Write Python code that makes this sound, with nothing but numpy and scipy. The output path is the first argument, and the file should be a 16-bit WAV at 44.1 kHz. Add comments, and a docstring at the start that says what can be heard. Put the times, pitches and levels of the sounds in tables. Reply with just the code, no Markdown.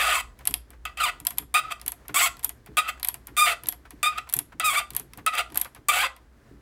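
"""A hand tap cuts a steel part under a ratcheting wrench, close to the microphone in a small workshop.
Each forward stroke rasps and at times squeaks: stick-slip overtones and grit ring the steel.
Sudden slips, mostly at stroke starts, crack: noise bursts through the same steel resonances.
Between strokes the pawl clicks: cracks, knocks and ringing; the handle rubs and the bench thuds.
Behind lie a low machine hum and faint room noise, both coloured noise, and a short room reverberation."""
import sys
import numpy as np
from scipy import signal
from scipy.fft import rfft, irfft, next_fast_len
from scipy.io import wavfile
from scipy.ndimage import uniform_filter1d, map_coordinates

SR = 44100
rng = np.random.default_rng(int(sys.argv[2]) if len(sys.argv) > 2 else 0)


def persist_wave(psi):
    """Save psi, clipped to +-1, as 16-bit WAV."""
    counts = np.round(np.clip(psi, -1, 1) * 32767).astype(np.int16)
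    wavfile.write(sys.argv[1], SR, np.atleast_2d(counts).T)


N = 291501

# machine hum, relative spectrum: (frequency [Hz], density [dB per Hz])
HUM_SPECTRUM = [(25, -39), (40, -7.5), (51, -13.5), (56, 0.5), (62, -2.5), (80, -19.5), (110, -40.5),
                (200, -120)]
# machine hum over time: (time [s], level [dB])
HUM_LEVEL = [(0.0, -49), (1.71, -54), (6.61, -55.5)]
# room noise, relative spectrum: (frequency [Hz], density [dB per Hz])
AIR_SPECTRUM = [(53, -28.5), (90, -13.5), (119, -3.5), (165, -15.5), (242, -11.5), (321, -13.5), (828, -24),
                (1760, -24.5), (2650, -33.5), (11500, -42.5), (15500, -46)]
AIR_DB = -58.5  # middle of the wandering room noise level
# reverberation of the workshop: (frequency [Hz], t60 [s])
ROOM_DECAY = [(300, 0.53), (2000, 0.21), (6000, 0.28), (14000, 0.15)]
# the handle rubs briefly in the hand: (time [s], peak before the resonances [dB])
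RUBS = [(0.403, -40.5), (0.728, -42.5), (1.181, -52.5), (1.419, -38.5), (2.048, -43.5), (2.089, -30),
        (2.665, -40.5), (2.97, -40.5), (3.278, -38.5), (3.849, -38), (4.268, -36.5), (4.518, -34.5),
        (5.18, -34), (5.551, -28.5), (5.651, -31), (5.758, -35.5)]
# soft thuds through the bench: (time [s], relative peak before the resonances [dB])
THUDS = [(0.487, -45), (1.209, -48), (1.391, -45), (1.85, -51), (2.091, -43), (2.454, -51), (2.683, -43),
         (3.285, -43.5), (3.636, -46), (3.925, -47.5), (4.353, -41.5), (4.536, -49.5), (4.718, -64),
         (4.914, -46.5), (4.996, -47), (5.168, -42), (5.509, -44), (5.779, -52), (6.507, -46.5)]
# resonances of the bench: (frequency [Hz], width [Hz], gain [dB])
BENCH = [(124, 52, 4), (246, 110, -0.5), (295, 35, 6.5), (424, 72, -5.5)]
# pawl and handle contacts: (time [s], relative peak [dB], relative middle band peak [dB])
CLICKS = [(0.3901, -37.5, -48), (0.4536, -17, -36.5), (0.4726, -6, -20), (0.5088, -19, -38),
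          (0.5399, -9.5, -18.5), (0.7042, -33, -59), (1.2009, -25, -39), (1.2507, -20.5, -43),
          (1.2678, -6.5, -20), (1.306, -15.5, -42), (1.374, -31, -44.5), (1.383, -9, -23),
          (1.7974, -43, -39.5), (1.8142, -26.5, -35.5), (1.862, -16, -39.5), (1.8794, -9.5, -24.5),
          (1.9193, -17.5, -41.5), (2.0818, -21.5, -41), (2.3687, -36.5, -37.5), (2.3935, -29, -50),
          (2.429, -36, -40.5), (2.4336, -24, -44), (2.4375, -22.5, -44.5), (2.445, -7, -28),
          (2.4923, -15.5, -42.5), (2.6612, -34, -50), (2.9973, -28.5, -43.5), (3.0295, -16, -23),
          (3.047, -11, -22.5), (3.0726, -18, -39.5), (3.0854, -7, -25), (3.1419, -17, -35.5),
          (3.2702, -22.5, -47), (3.6353, -22, -40), (3.6581, -39.5, -30.5), (3.6696, -18.5, -40.5),
          (3.6863, -7, -23.5), (3.7235, -17, -37), (3.9063, -27.5, -45.5), (4.2906, -28, -35.5),
          (4.2968, -23, -32.5), (4.3258, -17, -35), (4.3374, -6.5, -20.5), (4.3658, -12, -38),
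          (4.3889, -10, -23.5), (4.9047, -24.5, -32.5), (4.934, -32.5, -46), (4.9493, -19, -41),
          (4.9645, -8, -25), (4.9965, -14.5, -51), (5.1344, -31, -33), (5.1741, -27, -54),
          (5.5013, -43.5, -37.5), (5.5216, -33.5, -44.5), (5.545, -24, -33.5), (5.5568, -15.5, -30.5),
          (5.5692, -28.5, -40.5), (5.5735, -6.5, -27), (5.5981, -19.5, -48.5), (5.6123, -25.5, -40),
          (5.6134, -8.5, -25.5), (5.6469, -25, -30), (5.7482, -28, -45), (6.1641, -39, -53)]
# pawl, clusters of close modes: (frequency [Hz], width [Hz], gain [dB])
PAWL_MODES = [(3330, 160, -9), (9200, 500, -17), (10850, 100, -7), (11100, 100, -5), (11480, 110, 0),
              (11640, 100, 0), (11920, 110, -3), (12700, 400, -16)]
FULL_DROP_DB = -29  # a middle band above this marks the pawl falling fully into a tooth
DROP_RING_DB, TICK_RING_DB = -5.5, -12.5  # ring of the pawl for full drops and for lighter ticks, relative
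# tap, part and vice: (frequency [Hz], width [Hz], gain [dB])
PART_MODES = [(509, 580, -26), (733, 94, -1.5), (1238, 52.7, 8), (1479, 39, 2), (1965, 8.8, 7.5),
              (1979, 49, 0.5), (2234, 160, 3), (2598, 97, 2.5), (2720, 93, -9), (3126, 48, -1.5),
              (3730, 400, -12), (4120, 27, -10.5), (4840, 45, -5), (2233, 660, 0)]
# high resonances of the tap: (frequency [Hz], width [Hz], gain [dB])
EDGE_MODES = [(7830, 320, -2), (8700, 700, -7.5), (9310, 300, -1), (11200, 770, -7.5), (14570, 8200, -12),
              (10100, 1300, -20)]
SCRAPE_TOP_HZ = 15950  # upper band limit of the scraping sound
# sudden slips, mostly at stroke starts: (time [s], relative peak [dB], relative treble peak [dB])
JERKS = [(.853, -16.5, -18), (1.5424, -16.5, -4.5), (2.1426, -13.5, -19), (2.7697, -13, -17.5),
         (3.3671, -15, -23.5), (4.0293, -11.5, -11.5), (4.598, -24.5, -5), (5.2638, -11, 1),
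         (5.3527, -23.5, -13), (5.885, -29, -3)]
# forward strokes, one list each: (time [s], level [dB])
STROKES = [
    [(0.0, -22.5), (0.05, -24), (0.142, -23), (0.21, -29), (0.23, -66)],
    [(0.853, -29), (0.857, -30.5), (0.93, -60.5)],
    [(0.972, -37), (0.996, -34), (1.004, -22), (1.028, -23.5), (1.04, -18), (1.06, -23.5), (1.098, -26.5),
     (1.112, -49.5)],
    [(1.541, -25.5), (1.551, -18), (1.593, -20.5), (1.623, -45.5), (1.639, -35.5), (1.697, -39.5),
     (1.723, -25), (1.75, -64)],
    [(2.143, -28), (2.167, -21), (2.275, -22.5), (2.297, -47)],
    [(2.77, -23.5), (2.78, -16), (2.792, -17.5), (2.826, -37), (2.872, -33.5), (2.894, -24.5),
     (2.93, -62.5)],
    [(3.367, -29), (3.381, -19.5), (3.401, -17.5), (3.529, -26), (3.548, -39.5)],
    [(4.03, -22), (4.038, -21), (4.072, -19.5), (4.102, -29), (4.136, -41.5), (4.172, -37.5),
     (4.184, -20.5), (4.21, -56)],
    [(4.598, -30), (4.602, -23.5), (4.628, -34.5), (4.65, -20), (4.746, -27.5), (4.786, -18), (4.84, -46.5)],
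    [(5.263, -26), (5.277, -18.5), (5.315, -43.5), (5.331, -29), (5.369, -31.5), (5.385, -21.5),
     (5.411, -26.5), (5.44, -50)],
    [(5.886, -21), (5.898, -16), (5.92, -25.5), (6.026, -22.5), (6.068, -26.5), (6.085, -49)],
]
# spells of steady slipping, each until the next or the end of the stroke: (start [s], first slip rate [Hz],
# last slip rate [Hz], roughness before the bite [0-1], treble over the level before bite and dulling [dB])
SPELLS = [(0, 629, 640.6, 0.82, -9), (.14, 1131, 1025, 0.58, -4), (0.854, 1281, 1240, 0.55, -20),
          (.972, 1312, 1321, 0.65, -6), (0.999, 1408, 1183, .5, -13), (1.028, 1346, 1206, 0.32, -10.5),
          (1.04, 1200, 1190, .15, -11), (1.054, 1022, 974, .45, -13), (1.08, 662, 707, 0.5, -13),
          (1.542, 1224, 1259, 0.36, -17.5), (1.605, 1254, 1280, 0.31, -35), (1.705, 1125, 1197, 0.68, -6.5),
          (2.143, 1058, 1235, 0.42, -4.5), (2.19, 714.7, 681, 0.67, -7), (2.218, 1067, 1107, .4, -4),
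          (2.26, 715, 697.4, 0.57, -8), (2.77, 1200, 1267, 0.35, -15), (2.814, 1276, 1326, 0.45, -20),
          (2.88, 1330, 1290, 0.73, -8), (3.368, 1228, 1203, 0.16, -8.5), (3.462, 692.3, 650, 0.72, -10),
          (4.03, 1215, 1255, .17, -17), (4.12, 1227, 1219, 0.56, -28), (4.175, 1252, 1273, 0.54, -15.5),
          (4.597, 1254, 1307, .55, -26), (4.64, 1281, 1199, .2, -8), (4.697, 1110, 1111, 0.31, -6),
          (4.735, 686.6, 667, 0.66, -5.5), (4.757, 1140, 1231, 0.3, -12.5), (4.8, 707.8, 707, 0.43, -13),
          (5.263, 1261, 1267, 0.31, -28), (5.335, 1276, 1207, 0.75, -10), (5.391, 696.5, 689.3, .55, -11.5),
          (5.886, 1287, 1200, 0.31, -15), (5.918, 679.6, 744.4, .75, -6), (5.99, 780, 810.4, 0.39, -9),
          (6.03, 510.5, 523, 0.66, -13)]
# how the tap passes on the slips: (frequency [Hz], gain [dB])
RADIATED = [(450, -23), (700, -4), (1230, -2.5), (1700, 0), (2400, 2.5), (3200, -2), (3700, -7),
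            (4900, -15), (6100, -37.5), (7500, -18)]
CHANGE_S = .003  # one spell passes into the next
BITE_S, BITE_ROUGH, BITE_DB = 0.011, 0.4267, 14  # decay, added roughness and added treble as a stroke starts
GENTLE_DB, DULLING = -21, .8  # below this level the treble falls away faster, extra dB per dB
TOP_HZ = 17000  # upper band limit of the whole sound


def amp(db):
    """Amplitude factor of a level in dB."""
    return 10 ** (np.asarray(db) / 20)


def unit(x):
    """x scaled to rms 1."""
    return x / np.sqrt(np.mean(x ** 2) + 1e-20)


def along(points, hz):
    """Interpolate (Hz, value) points on a log frequency axis."""
    f, v = np.transpose(points)
    return np.interp(np.log(hz + 1), np.log(f + 1), v)


def played(tables):
    """Every column per sample, and a gate that is open while a table lasts."""
    t = np.arange(N) / SR
    s, *cols = np.transpose(np.vstack(tables))
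    gate = sum((t >= rows[0][0]) & (t < rows[-1][0]) for rows in tables) > 0
    return [np.interp(t, s, c) for c in cols] + [gate]


def wobble(rate):
    """A smooth random curve, rate knots a second."""
    knots = rng.standard_normal(int(N * rate / SR) + 4)
    return map_coordinates(knots, [np.arange(N) * rate / SR])


def filtered(x, response):
    """Filter x by a complex response of frequency, padded so that ringing does not wrap round."""
    m = next_fast_len(N + SR // 2)
    return irfft(rfft(x, m) * response(np.fft.rfftfreq(m, 1 / SR)), m)[..., :N]


def resonant(peaks):
    """Causal response of (Hz, width Hz, dB) resonances, summed with alternating sign."""
    def response(f):
        total = 0
        for k, (centre, width, db) in enumerate(peaks):
            mode = 1j * f * width / (centre * centre - f * f + 1j * f * width)
            total = total + (-1) ** k * amp(db) * mode
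        return total
    return response


def resonant_twice(peaks):
    """The resonances in series with themselves: steeper flanks, and gains that double in dB."""
    return lambda f: resonant(peaks)(f) ** 2


def noise(spectrum):
    """Coloured noise of rms 1."""
    return unit(filtered(rng.standard_normal(N), lambda hz: amp(along(spectrum, hz))))


def bursts(times, levels_db, rise, t60, tone_hz=None):
    """A short puff of noise, or of a tone near tone_hz, at each time; rise and t60 [s] may vary by puff."""
    t = np.arange(SR // 5) / SR
    rise, t60 = np.reshape(rise, (-1, 1)), np.reshape(t60, (-1, 1))
    envelope = (1 - np.exp(-(t / rise) ** 2)) * amp(-60 * t / t60)
    if tone_hz:
        pitch = tone_hz * (1 + .02 * rng.standard_normal((len(times), 1)))
        carrier = np.sin(2 * np.pi * pitch * t)
    else:
        carrier = rng.standard_normal((len(times), len(t)))
    puff = envelope * carrier
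    puff = puff / np.abs(puff).max(axis=1, keepdims=True) * amp(levels_db)[:, None]
    where = np.round(times * SR).astype(int)[:, None] + np.arange(len(t))
    return np.bincount(where.ravel(), puff.ravel(), N + len(t))[:N]


def room_noise():
    """Faint broadband noise of the workshop, its level wandering slightly."""
    return amp(AIR_DB + 2.4 * wobble(14)) * noise(AIR_SPECTRUM)


def machine_hum():
    """Narrow low noise of a machine, following its level in time."""
    level_db, _ = played([HUM_LEVEL])
    return amp(level_db) * noise(HUM_SPECTRUM)


def room(x):
    """Reverberation by convolution with a noise tail in which each frequency dies at its own speed."""
    hz, t, z = signal.stft(rng.standard_normal(SR // 2), SR, nperseg=256)
    decay = amp(-60 * t / along(ROOM_DECAY, hz)[:, None])
    tail = signal.istft(z * decay, SR, nperseg=256)[1]
    delayed = np.pad(x, (130, 0))  # samples, about 3 ms
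    return signal.fftconvolve(delayed, tail / np.linalg.norm(tail))[:N]


def handling():
    """Rubs of the handle and soft thuds that shake the bench: noise puffs through broad and low modes."""
    puffs = bursts(*np.transpose(RUBS), 0.005, .08)
    rubs = filtered(puffs, resonant([(1060, 1100, 12.2), (2350, 2000, 2.8)]))
    thuds = filtered(bursts(*np.transpose(THUDS), 0.0021, 0.29), resonant(BENCH))
    return rubs + amp(27.0) * thuds


def ratchet():
    """Each contact: a bright crack, a duller knock through the handle, and the ringing pawl."""
    s, db, middle_db = np.transpose(CLICKS)
    ring_db = np.where(middle_db > FULL_DROP_DB, DROP_RING_DB, TICK_RING_DB)
    length = 0.91 + 1.2 * amp(db + 4.0)  # hard contacts last longer
    crack = filtered(bursts(s, db + 4.0, 0.00046 * length, 0.009 * length),
                     resonant_twice([(9400, 4840, -0.5), (15320, 1800, -3.0)]))
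    middle = filtered(bursts(s, middle_db + 6.5, 0.00067 * length, 0.0096 * length),
                      resonant_twice([(3200, 4300, 2.07), (6000, 1200, -9.5)]))
    knock = filtered(bursts(s, 0.49 * db - 24.5, 0.00079, 0.081),  # varies less than the crack
                     resonant([(705, 40, 14), (975, 120, 14.4), (2160, 1400, 6.8)]))
    snap = bursts(s, db + ring_db + 1.5, 0.00025 * length, 0.0083 * length, tone_hz=11410)
    ring = filtered(bursts(s, 0.89 * db + ring_db + 2, 0.001, 0.14), resonant(PAWL_MODES))
    return crack + middle + knock + snap + ring


def steel(low, high, shift_db=0):
    """The tap and part resonate to a low and a high force; the high resonances' weights wander at random."""
    edges = sum(filtered(high * amp(shift_db * wobble(9)), resonant([peak])) for peak in EDGE_MODES)
    body = filtered(low, resonant(PART_MODES))
    roll_off = lambda f: np.clip((SCRAPE_TOP_HZ - f) / 400, 0, 1) ** 2
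    return filtered(np.array([body, edges]), roll_off)


def jerks():
    """Sudden slips, mostly at stroke starts, crack and ring the same steel."""
    s, db, treble_db = np.transpose(JERKS)
    low = bursts(s, db + 8.5, 0.00022, 0.024)
    high = bursts(s, treble_db + 2.0, .0001, 0.0086)
    return sum(steel(low, high))


def slipping():
    """Slip rate, roughness and treble per sample: each spell glides in rate, and strokes bite at first."""
    t = np.arange(N) / SR
    start, first_hz, last_hz, rough, treble_db = np.transpose(SPELLS)
    begins = np.array([rows[0][0] for rows in STROKES])
    ends = np.array([rows[-1][0] for rows in STROKES])
    stroke_index = np.minimum(np.searchsorted(ends, start, "right"), len(ends) - 1)
    stop = np.minimum(np.append(start[1:], N / SR), ends[stroke_index])
    k = np.maximum(np.searchsorted(start, t, "right") - 1, 0)  # spell at each sample
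    done = np.clip((t - start[k]) / (stop - start)[k], 0, 1)
    # the first stroke is already under way, so it has no bite
    bite = sum((t >= s) * np.exp(-np.abs(t - s) / BITE_S) for s in begins[1:])
    blend = lambda x: uniform_filter1d(x, max(int(CHANGE_S * SR), 1))
    hz = blend(first_hz[k] + done * (last_hz - first_hz)[k])
    return hz, blend(rough[k]) + BITE_ROUGH * bite, blend(treble_db[k]) + BITE_DB * bite


def stroke():
    """The teeth stick and slip: regular slips squeak, uneven ones rasp; chips add grit and treble."""
    level_db, gate = played(STROKES)
    hz, rough, bright_db = slipping()
    treble_db = level_db + bright_db + DULLING * np.minimum(level_db - GENTLE_DB, 0)
    rough = np.clip(rough, 0, 1)
    hz = hz * np.exp(rough * (.035 * wobble(70) + .06 * wobble(250)))  # rough slips are uneven
    turn = 2 * np.pi * np.cumsum(hz) / SR

    soft_db = 0.52 * np.minimum(level_db + 22.0, 0)  # gentle slips are rounder: weaker overtones, dB per octave
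    lines = 0
    for k in range(1, 8):
        line_db = along(RADIATED, k * hz) + soft_db * np.log2(k) + (2.0 + 3 * rough) * wobble(90)
        phase = k * turn + .4 * k * k + 0.5 * k * rough * wobble(400)
        lines = lines + amp(line_db) * np.cos(phase)
    slips = gate * amp(level_db + 1.32) * np.sqrt(1 - 0.99 * rough) * lines

    # sharp edge of each slip: high overtones
    sharp = unit(sum((k * hz < SCRAPE_TOP_HZ) * np.cos(k * turn + wobble(60)) for k in range(5, 24)))
    white = rng.standard_normal((2, N))
    scale = steel(*white).std(axis=1)  # what the steel makes of plain noise, to level the forces
    grain = unit(amp(1.1 * wobble(300)))
    tear = 0.78 * unit(1 + .9 * np.cos(turn)) * white[1] + 0.52 * sharp  # chips tear once a slip
    grit_force = gate * grain * amp(level_db + 1.0) * rough * white[0] / scale[0] + 0.4 * slips
    fizz_force = gate * grain * amp(treble_db) * tear / scale[1]
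    grit, fizz = steel(grit_force, fizz_force, shift_db=3)
    return 0.79 * slips + grit + fizz


def scene():
    """The near sources, their reverberation and the background, in mono."""
    cutting = stroke() + jerks()
    clicks = ratchet() + handling()
    reverberation = room(amp(-14) * cutting + amp(-18.5) * clicks)
    background = machine_hum() + room_noise()
    return (cutting + clicks + reverberation + background)[None]


def record(dry):
    """Keep nothing above the band limit."""
    return filtered(dry, lambda hz: hz < TOP_HZ)


dry = scene()
out = record(dry)
persist_wave(out)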